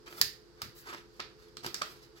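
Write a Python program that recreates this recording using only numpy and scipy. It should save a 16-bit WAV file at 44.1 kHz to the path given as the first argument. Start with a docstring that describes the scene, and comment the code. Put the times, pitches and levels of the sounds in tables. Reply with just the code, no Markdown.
"""A quick papery rustle, then a dry snap: a hand bends back a leaf of a small tear-off block, close up.
The leaf cracks as it buckles and starts to tear at the binding, and small creases tick under the fingers.
Between snaps, catching fibres give a grainy rub, and a fingertip sticks and slips in one faint squeak.
The block bumps softly on the desk. A small quiet room with a fan-like hum surrounds it all, in stereo."""
import sys
import numpy as np
from scipy import signal
from scipy.fft import rfft, irfft, next_fast_len
from scipy.io import wavfile
from scipy.ndimage import map_coordinates

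SR = 44100
rng = np.random.default_rng(int(sys.argv[2]) if len(sys.argv) > 2 else 0)


def inscribe(sig):
    """Save sig as 16-bit PCM at rate SR to the path in sys.argv[1].

    A 1-D sig is mono; a 2-D sig holds one channel per row.
    Samples are clipped to [-1, 1] before scaling.
    """
    pcm = np.round(np.clip(np.atleast_2d(sig).T, -1, 1) * 32767)
    wavfile.write(sys.argv[1], SR, pcm.astype(np.int16))


N = 97020

# reverb time of the room (frequency [Hz], time to fall 60 dB [s])
ROOM_DECAY = [(150, 0.32), (2000, 0.34), (5000, .30), (14000, 0.26)]
# tone of the reverb tail (frequency [Hz], gain [dB])
ROOM_EQ = [(150, 10), (900, -3.5), (2000, 3.5), (3950, 6), (4850, 3), (8000, 1), (13000, 4)]
# stereo image of the room (frequency [Hz], left-right correlation [-1..1])
ROOM_CORRELATION = [(100, 0.27), (500, 0.67), (1500, 0), (5000, 0.023)]
# fan-like hum lines (frequency [Hz], level [dB])
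HUM_LINES = [(48.4, -70), (130.5, -71.5), (344.5, -61.5), (429.5, -61), (513, -69.5)]
# tone of the room's air (frequency [Hz], relative level [dB])
AIR_EQ = [(28, -23.5), (64, -8.5), (270, -11.5), (439, -4.5), (560, -21), (1500, -21), (2410, -30.5),
          (4200, -26), (16000, -42.5)]
# the block bumping on the desk (time [s], level [dB], decay [s])
DESK_BUMPS = [(0.197, 5, 0.05), (0.618, 0.5, 0.013), (0.647, 1, 0.041), (1.646, -0.5, 0.019),
              (1.814, -11, 0.031)]
# dull body of the desk (frequency [Hz], gain [dB])
DESK_EQ = [(25, -8.5), (55, -4), (135, -1), (220, -2.5), (1000, -49)]
# start, peak and end of the fingertip's squeak (time [s], slip rate [Hz])
SQUEAK_GLIDE = [(0.864, 1330), (0.899, 1172), (0.934, 1450)]
# EQ points of a slide (frequency [Hz])
SLIDE_BANDS = [300, 1500, 4800, 14000]
# paper sliding on paper and skin (time [s], length [s], level at each of SLIDE_BANDS [dB])
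SLIDE_STROKES = [ (.058, 0.023, -46.5, -43, -52.5, -62), (0.078, 0.13, -42.5, -51, -56, -56),
                 (0.159, 0.034, -45, -48, -52.5, -50.5), (.565, 0.071, -60, -55, -69, -78),
                 (.745, 0.064, -77, -57, -57.5, -52), (0.801, 0.12, -77, -50.5, -59, -68.5),
                 (.850, 0.1, -40.5, -38.5, -50.5, -57.5), (0.949, 0.051, -56.5, -46, -54, -66),
                 (1.116, 0.11, -74, -62.5, -68, -71), (1.369, 0.12, -64, -59, -65.5, -74),
                 (1.628, 0.051, -38.5, -41, -44, -53.5), (1.689, 0.19, -43.5, -53, -66, -58.5),
                 (1.825, 0.106, -45.5, -60.5, -58, -59), (1.900, 0.16, -52.5, -58.5, -61, -69),
                 (2.150, 0.054, -58, -56.5, -60.5, -70)]
# creases ticking under the fingers (time [s], level [dB])
CREASE_TICKS = [(0.0792, -17), (0.1261, -11.5), (0.179, -21), (0.929, -9.5), (.947, -7.5), (0.978, -18.5),
                (1.1966, -4.5), (1.646, -2), (1.8154, -5.5)]
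# tone of a tick (frequency [Hz], gain [dB])
TICK_EQ = [(200, -1), (1300, -1.5), (2600, -7), (9000, -30.5)]
# EQ points of a snap (frequency [Hz])
SNAP_BANDS = [300, 700, 1250, 1900, 3000, 4800, 8000, 13000]
# the leaf buckling (time [s], rise [s], decay [s], reverb send [dB], ring pitch [Hz],
# ring strength [dB], level at each of SNAP_BANDS [dB])
BUCKLE_SNAPS = [ (0.2138, 0.00044, .0012, -7.5, 1800, 10, -6.5, 2, -2, 0, 2, 12.5, 7, 4.5),
                (0.6179, .0005, 0.0041, -3.5, 1150, -3, -15.5, -8, -6.5, -8, -11, -6.5, -12, -14),
                (1.2027, 0.0044, 0.0022, -3, 1270, -3.5, -8, -4, -8.5, -4.5, -7, -9, -21.5, -33),
                (1.5697, 0.00033, 0.00087, -4, 4170, 7, -9.5, -20, -15.5, -19, -17, -19.5, -15, -32),
                (1.6631, 0.0007, 0.0037, -5, 1970, -4, -2.5, -5.5, -7.5, -10.5, -9, -7, -13.5, -15),
                (1.7441, 0.00021, 0.00041, -3, 5370, 2, -12, -24, -7.5, -6.5, -12.5, -7.5, -7, -17),
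                (1.8190, 0.00176, 0.0023, -5, 617, 16, -17, -7.5, 5.5, -2.5, -2, -4.5, -10, -23.5)]
# resonances of the curled leaf (frequency [Hz], width [Hz], strength [dB])
CURL_MODES = [(358.4, 57, 6), (982, 117, -8), (1275, 165, -0.5)]
# tone of the left and right microphone ports (frequency [Hz], gain [dB])
LEFT_EQ = [(80, 2.5), (500, -7), (1500, -.5), (2500, -1.5), (4800, -7), (7500, 1), (9500, -5.5),
           (12000, 0.5), (15000, -2.5)]
RIGHT_EQ = [(80, -4.5), (450, -3), (1300, 1), (3000, -0.5), (4000, 2), (4780, 8.5), (5800, 2), (6800, -5),
            (8100, -18), (10000, -12.5), (12300, -0.5), (14200, -16.5)]


def amp(db):
    """Decibels to gain."""
    return 10 ** (np.asarray(db) / 20)


def unit(x):
    """Scale to rms 1."""
    return x / np.sqrt(np.mean(x ** 2) + 1e-20)


def along(points, hz):
    """Read a curve of (frequency, value) points at hz, on a log axis."""
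    point_hz, values = np.transpose(points)
    return np.interp(np.log(hz + 1), np.log(point_hz + 1), values)


def wobble(rate):
    """Smooth random modulation, rate knots a second."""
    knots = rng.standard_normal(int(N * rate / SR) + 4)
    return map_coordinates(knots, [np.arange(N) * rate / SR])


def add(track, x, start_s):
    """Mix x into the track at start_s."""
    part = track[..., max(0, round(start_s * SR)):][..., :x.shape[-1]]
    part += x[..., :part.shape[-1]]


def filtered(x, response):
    """Filter x by a complex response, a function of frequency."""
    n = x.shape[-1]
    size = next_fast_len(n + 4096)
    return irfft(rfft(x, size) * response(np.fft.rfftfreq(size, 1 / SR)), size)[..., :n]


def equalised(x, points, size=2048):
    """Minimum-phase EQ through (frequency, dB) points: no pre-ring ahead of an attack."""
    cepstrum = irfft(np.log(amp(along(points, np.fft.rfftfreq(size, 1 / SR)))))
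    cepstrum[1:size // 2] *= 2
    cepstrum[size // 2 + 1:] = 0
    return signal.fftconvolve(x, irfft(np.exp(rfft(cepstrum))))[:len(x)]


def resonant(x, modes):
    """x plus its ringing in the given (frequency, width, dB) modes."""
    return filtered(x, lambda f: 1 + sum(
        amp(db) * 1j * f * width / (hz * hz - f * f + 1j * f * width) for hz, width, db in modes))


def burst(rise_s, decay_s, lead_s):
    """A broadband crack of energy 1 whose envelope peaks lead_s after its start."""
    t = np.arange(SR // 4) / SR - lead_s
    envelope = np.exp(-np.abs(t) / np.where(t < 0, rise_s, decay_s))
    crack = envelope * rng.standard_normal(len(t))
    for _ in range(3):  # flatten the spectrum, then tighten the transient again
        white = irfft(np.exp(1j * np.angle(rfft(crack))), len(t))
        crack = white * np.sqrt(envelope)
    return crack / np.linalg.norm(crack)


def diffuse(n):
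    """Stereo noise from all around: narrowest in the low mids, wide in the treble."""
    def mid_side_gains(hz):
        angle = np.arccos(np.clip(along(ROOM_CORRELATION, hz), -1, 1)) / 2
        return np.array([np.cos(angle), np.sin(angle)])
    mid, side = filtered(rng.standard_normal((2, n)), mid_side_gains)
    return np.array([mid + side, mid - side])


def room_tail(build_s=0.0011):
    """The small room's reverb: diffuse noise that builds fast and dies a little sooner in the treble."""
    hz, t, spectrum = signal.stft(diffuse(SR // 2), SR, nperseg=256)
    fade = amp(-60 * t / along(ROOM_DECAY, hz)[:, None])
    tail = signal.istft(spectrum * fade, SR, nperseg=256)[1]
    tail *= 1 - np.exp(-np.arange(tail.shape[1]) / SR / build_s)
    return filtered(tail / np.linalg.norm(tail[0]), lambda f: amp(along(ROOM_EQ, f)))


def near_scatter(n, level_db=-1.5, decay_s=0.0021, low_cut_hz=2000):
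    """A bright splash of very early reflections off the hand and the desk."""
    t = np.arange(n) / SR
    splash = rng.standard_normal((2, n)) * t * np.exp(-2 * t / decay_s)
    splash /= np.linalg.norm(splash[0])
    return filtered(splash, lambda f: amp(level_db) * 1j * f / (low_cut_hz + 1j * f))


def in_room(x, send_db, right_lag_s=0.00026, wall_s=0.0088, wall_db=-14):
    """The direct sound reaches the left port first; scatter, a wall reflection and the tail follow."""
    paths = amp(send_db) * room_tail()
    near = near_scatter(paths.shape[1])
    near[:, 0] += 1  # the direct sound
    add(paths[0], near[0], 0)
    add(paths[1], near[1], right_lag_s)
    add(paths, amp(wall_db) * near, wall_s)
    return signal.fftconvolve(x[None], paths, axes=1)


def moving_in_room(x, send_db, shift_s=0.06):
    """The hand moves, so the sound crossfades to new paths every shift_s."""
    hop = round(shift_s * SR)
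    out = np.zeros((2, N + hop))
    x = np.pad(x, (hop, 2 * hop))
    crossfade = np.sin(np.pi * np.arange(2 * hop) / (2 * hop)) ** 2
    for i in range(0, N + hop, hop):
        add(out, in_room(x[i:i + 2 * hop] * crossfade, send_db), i / SR)
    return out[:, hop:]


def room_tone(air_db=-59, waver=0.45, drift_rad=0.43):
    """The bed: soft air and a fan-like hum whose lines waver in level and phase."""
    t = np.arange(N) / SR
    hum = np.zeros(N)
    for hz, db in HUM_LINES:
        level = amp(db) * np.sqrt(2) * (1 + waver * wobble(35))
        hum += level * np.sin(2 * np.pi * hz * t + drift_rad * wobble(25))
    air = unit(filtered(diffuse(N), lambda hz: amp(along(AIR_EQ, hz))))
    return hum + amp(air_db) * air


def desk_bumps():
    """The block knocks on the desk, which answers with dull thuds."""
    knocks = np.zeros(N)
    for start_s, db, decay_s in DESK_BUMPS:
        add(knocks, amp(db) * burst(rise_s=0.0022, decay_s=decay_s, lead_s=0.0087), start_s)
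    return in_room(equalised(knocks, DESK_EQ), send_db=-14.5)[:, :N]


def finger_squeak(level_db=-48.5, jitter=0.0462):
    """Skin sticks and slips on the leaf at an unsteady rate."""
    times, slip_hz = np.transpose(SQUEAK_GLIDE)
    t = np.arange(N) / SR
    pitch_hz = np.interp(t, times, slip_hz) * (1 + jitter * wobble(500))
    tone = np.interp(t, times, [0, 1, 0]) * np.sin(2 * np.pi * np.cumsum(pitch_hz) / SR)
    return in_room(amp(level_db) * tone, send_db=-8.5)[:, :N]


def paper_slides(fibres_per_s=2000, spread_db=2, hiss_db=-4.5, swell_share=0.23, release_s=0.012):
    """Fibres catch and let go at random while the paper slides: grain over a smooth hiss."""
    rub = np.zeros(N)
    t = np.arange(SR // 2) / SR
    for start_s, length_s, *band_db in SLIDE_STROKES:
        catches = (rng.random(len(t)) < fibres_per_s / SR) * rng.choice([-1, 1], len(t))
        grains = unit(catches * amp(spread_db * rng.standard_normal(len(t))))
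        friction = unit(grains + amp(hiss_db) * rng.standard_normal(len(t)))
        swell = np.minimum(t / (swell_share * length_s), 1)
        release = np.exp(-np.maximum(t - length_s, 0) / release_s)
        add(rub, equalised(friction * swell * release, list(zip(SLIDE_BANDS, band_db))), start_s)
    flutter = amp(2 * wobble(90))  # about 2 dB either way
    return moving_in_room(rub * flutter, send_db=-6.5)


def crease_ticks(lead_s=0.02):
    """Small creases give way under the fingers with soft ticks."""
    out = np.zeros((2, N))
    for peak_s, db in CREASE_TICKS:
        tick = amp(db) * equalised(burst(rise_s=0.001, decay_s=0.0026, lead_s=lead_s), TICK_EQ)
        add(out, in_room(tick, send_db=-9.5), peak_s - lead_s)
    return out


def leaf_snaps(ring_q=11, lead_s=0.02):
    """Each buckle of the leaf is one dry crack with its own tone and a short ring."""
    out = np.zeros((2, N))
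    for peak_s, rise_s, decay_s, send_db, ring_hz, ring_db, *band_db in BUCKLE_SNAPS:
        crack = equalised(burst(rise_s, decay_s, lead_s), list(zip(SNAP_BANDS, band_db)))
        crack = resonant(crack, [(ring_hz, ring_hz / ring_q, ring_db)])
        add(out, in_room(crack, send_db), peak_s - lead_s)
    return out


def scene(leaf_low_cut_hz=127):
    """The paper layers ring in the curled leaf, which radiates little bass; desk and room sit beneath."""
    paper = leaf_snaps() + crease_ticks() + paper_slides() + finger_squeak()
    paper = resonant(paper, CURL_MODES)
    paper = filtered(paper, lambda hz: (1j * hz / (leaf_low_cut_hz + 1j * hz)) ** 2)
    return paper + desk_bumps() + room_tone()


def record(dry, ceiling=0.6, low_cut_hz=33, high_cut_hz=16150):
    """Each microphone port colours its side; peaks are soft-clipped, then rumble and extreme top cut."""
    x = np.array([equalised(dry[0], LEFT_EQ), equalised(dry[1], RIGHT_EQ)])
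    x = x / (1 + np.abs(x / ceiling) ** 6) ** (1 / 6)
    x = filtered(x, lambda hz: hz ** 4 / (hz ** 4 + low_cut_hz ** 4))
    return filtered(x, lambda hz: 1 / np.sqrt(1 + (hz / high_cut_hz) ** 160))


dry = scene()
out = record(dry)
inscribe(out)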